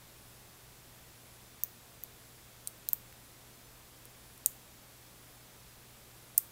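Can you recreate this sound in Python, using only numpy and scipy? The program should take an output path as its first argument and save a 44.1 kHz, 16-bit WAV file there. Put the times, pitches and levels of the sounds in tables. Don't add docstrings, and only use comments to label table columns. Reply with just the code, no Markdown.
import sys
import numpy as np
from scipy import signal
from scipy.fft import rfft, irfft, next_fast_len
from scipy.io import wavfile
from scipy.ndimage import uniform_filter1d

SR = 44100
rng = np.random.default_rng(int(sys.argv[2]) if len(sys.argv) > 2 else 0)


def dump_mix(stems):
    frames = np.atleast_2d(stems).T
    limited = np.clip(frames, -1, 1)
    pcm = np.round(limited * 32767).astype(np.int16)
    wavfile.write(sys.argv[1], SR, pcm)


def convert_level_to_amplitude(level_db):
    exponent = np.asarray(level_db, float) / 20
    return 10 ** exponent


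N = 287091


def spread_one(x):
    return x / np.sqrt(np.mean(x ** 2) + 1e-20)


def drift(rate_hz):
    pole = np.exp(-2 * np.pi * rate_hz / SR)
    wander = signal.lfilter([1], [1, -2 * pole, pole * pole], rng.standard_normal(N + SR))
    return spread_one(wander[SR:])


def hiss():
    # (frequency [Hz], density [dB per Hz])
    hiss_curve = [(3, -24), (14, -11.5), (30, -9.5), (55, -7), (90, -11), (170, -11), (340, -14),
                  (700, -16), (1650, -19.5), (3500, -21), (7000, -23), (14600, -23), (15300, -25.5),
                  (15800, -27.5)]
    # (centre [Hz], width [Hz], gain [dB])
    housing = [(2910, 220, -1.04), (3490, 200, 0.9), (7830, 500, 1.3), (8550, 300, -1.5), (9000, 300, 0.8),
               (12000, 700, 0), (13600, 600, 1.0)]
    size = next_fast_len(N)
    hz = np.maximum(np.arange(size // 2 + 1) * SR / size, 1)
    points, db = np.transpose(hiss_curve)
    ripples_db = sum(gain_db * np.exp(-((hz - centre_hz) / width_hz) ** 2)
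                     for centre_hz, width_hz, gain_db in housing)
    colour = convert_level_to_amplitude(np.interp(np.log(hz), np.log(points), db) + ripples_db)
    noise = irfft(rfft(rng.standard_normal(size)) * colour, size)[:N]
    return convert_level_to_amplitude(-56.47) * spread_one(noise)


def tones():
    # (frequency [Hz], level [dB rms], pitch wander [Hz])
    steady_tones = [
        (59.8, -74, 4.12),
        (119.8, -65.5, 1.0),
        (339, -82.5, 1.0),
        (7260, -86.5, 3.0),
        (14427, -85, 3.0),
        (14756, -81, 3.0),
        (14900, -81, 3.0),
        (15500, -82, 2.0),
    ]
    total = np.zeros(N)
    for hz, db, wander_hz in steady_tones:
        phase = 2 * np.pi * np.cumsum(hz + wander_hz * drift(3.0)) / SR
        total += convert_level_to_amplitude(db + 3) * np.sin(phase)
    return total


def whirr():
    start_s, period_s, length_s = .17, .998, 0.207
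    centre_hz, width_hz = 10500, 600
    running = (np.arange(N) / SR - start_s) % period_s < length_s
    gate = uniform_filter1d(running * 1., size=600)
    limits_hz = [centre_hz - width_hz / 2, centre_hz + width_hz / 2]
    resonance = signal.butter(1, limits_hz, "band", fs=SR, output="sos")
    noise = spread_one(signal.sosfilt(resonance, rng.standard_normal(N)))
    grain = convert_level_to_amplitude(-71 + 2.6 * drift(60.0))
    return grain * gate * noise


def stereo_flecks():
    fleck_borders = [4300, 5190, 5700, 6960, 8300, 9650, 11050, 12400, 13800, 14500, 15600]
    chance, fleck_db = .024, -74
    hop, first = 1024, 498
    side, hz = np.zeros(N + 3 * hop), np.arange(hop + 1) * SR / (2 * hop)
    rise = np.cumsum(np.kaiser(hop, 4 * np.pi))
    window = np.sqrt(np.r_[rise, rise[::-1]] / rise[-1])
    struck_bands = rng.random((N // hop, len(fleck_borders) - 1)) < chance
    for slot, band in np.argwhere(struck_bands):
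        low_hz, high_hz = fleck_borders[band], fleck_borders[band + 1]
        inside = (hz > low_hz) & (hz < high_hz)
        noise = spread_one(irfft(rfft(rng.standard_normal(2 * hop)) * inside))
        width_db = 10 * np.log10((high_hz - low_hz) / 1200)
        at = first + slot * hop
        side[at:at + 2 * hop] += convert_level_to_amplitude(fleck_db + width_db) * window * noise
    return side[:N] * [[1], [-1]]


def room(x):
    # (level [dB], t60 [s])
    decays = [
        (-41, 0.055),
        (-52, 0.28),
    ]
    t = np.arange(SR // 2) / SR
    slopes = np.sqrt(sum(convert_level_to_amplitude(2 * (db - 60 * t / t60)) for db, t60 in decays))
    response = rng.standard_normal(len(t)) * slopes * (t > 1.7e-3)
    return signal.fftconvolve(x, response)[:N]


def struck(t, db, hz, swell_ms):
    age = 1000 * t / swell_ms
    return convert_level_to_amplitude(db) * np.sin(2 * np.pi * hz * t) * (age * np.exp(1 - age)) ** 2


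def fingertip_tap():
    tap = np.zeros(N)
    tap[int(3.126 * SR):][:256] = struck(np.arange(256) / SR, -45.5, 1840, 0.38)
    return tap


def early_paths(t, chance):
    scatter_db, scatter_ms, table_echo_ms = -11.5, 2.4, 1.55
    fading = convert_level_to_amplitude(scatter_db - 10000 * t / scatter_ms)
    paths = fading * chance * (t > 2.5e-4) * (t < 1.9e-3)
    paths[round(table_echo_ms * SR / 1000)] += convert_level_to_amplitude(-2.5)
    return paths


def snaps():
    # (time [s], bright ring [dB], swell [ms], cluster mode [dB], ring sent to the room [Hz])
    contacts = [(1.636, -11.5, .2, -22.5, 14500), (2.03655, -24, 0.25, -43, 11800),
                (2.6738, -25.5, 0.19, -18.5, 14400), (2.8879, -15.5, .38, -22, 13100),
                (2.9321, -9.5, 0.38, -19.5, 14200), (3.126, -47, .2, -56, 13900),
                (4.0542, -37.5, .13, -38.5, 13300), (4.37805, -45, .25, -43, 12300),
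                (4.4606, -7.5, 0.16, -9, 13500), (6.3775, -13, .19, -19, 13500),
                (6.3795, -5.5, .27, -7.5, 13400)]
    # (ball chain [dB], ball chain [Hz], finger gap [dB], finger gap [Hz])
    grips = [(-29, 6260, -49, 3300), (-41, 6640, -52, 3700), (-34, 6500, -37, 4100),
             (-27.5, 6600, -34.5, 4100), (-30.5, 6900, -45, 3860), (-65, 6500, -56, 4100),
             (-52, 7200, -58, 4100), (-62, 6500, -64, 4100), (-16, 7100, -33, 3780), (-31, 6600, -46, 3600),
             (-26.5, 6100, -31.5, 4800)]
    heard, spread, t = np.zeros(N + 512), np.zeros(N + 512), np.arange(256) / SR
    luck = rng.standard_normal((len(contacts), 256))
    for contact, grip, chance in zip(contacts, grips, luck):
        s, top_db, swell_ms, mid_db, sent_hz = contact
        chain_db, chain_hz, gap_db, gap_hz = grip
        top_hz = max(13600 + 37 * top_db + 0.27 * (sent_hz - 13700), 12700)
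        mid_hz = 9170 - 41 * (mid_db - top_db)
        edge_db = top_db - 23 + 36 * swell_ms
        edge = -struck(t, edge_db, 15400, 0.34)
        bright = struck(t, top_db, top_hz, swell_ms) + edge

        cluster = struck(t, mid_db, mid_hz, .2)
        chain = struck(t, chain_db, chain_hz, 0.48)
        gap = struck(t, gap_db, gap_hz, 0.58)
        thud = struck(t, top_db + gap_db - 4.5, 1900, 0.46)
        lower = cluster + chain + gap + thud

        at = int(s * SR)
        paths = early_paths(t, chance)
        bright_back_db = -5 - 17 * (swell_ms / 0.42) ** 3
        for part, back_db in ((bright, bright_back_db), (lower, -9)):
            heard[at:at + 256] += part
            heard[at:at + 511] += convert_level_to_amplitude(back_db) * np.convolve(part, paths)

        sent_ring = struck(t, max(top_db, mid_db) + 4, sent_hz, 0.13)
        share = convert_level_to_amplitude(6 - 6.5 * swell_ms)
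        spread[at:at + 256] += share * (sent_ring + .6 * edge + lower)
    return heard[:N], spread[:N]


def scene():
    heard, spread = snaps()
    quiet = room(spread) + hiss() + tones() + whirr()
    quiet_cut = signal.firwin(numtaps=601, cutoff=15800, fs=SR)
    mono = heard + fingertip_tap() + signal.fftconvolve(quiet, quiet_cut, "same")
    return np.array([mono, mono])


def band_limit(x):
    return signal.sosfilt(signal.butter(12, 17170, fs=SR, output="sos"), x)


def record(dry):
    mic_cut = signal.firwin(numtaps=111, cutoff=16500, fs=SR)
    filtered = signal.fftconvolve(dry, mic_cut[None], "same", axes=1)
    return band_limit(filtered + stereo_flecks())


dry = scene()
out = record(dry)
dump_mix(out)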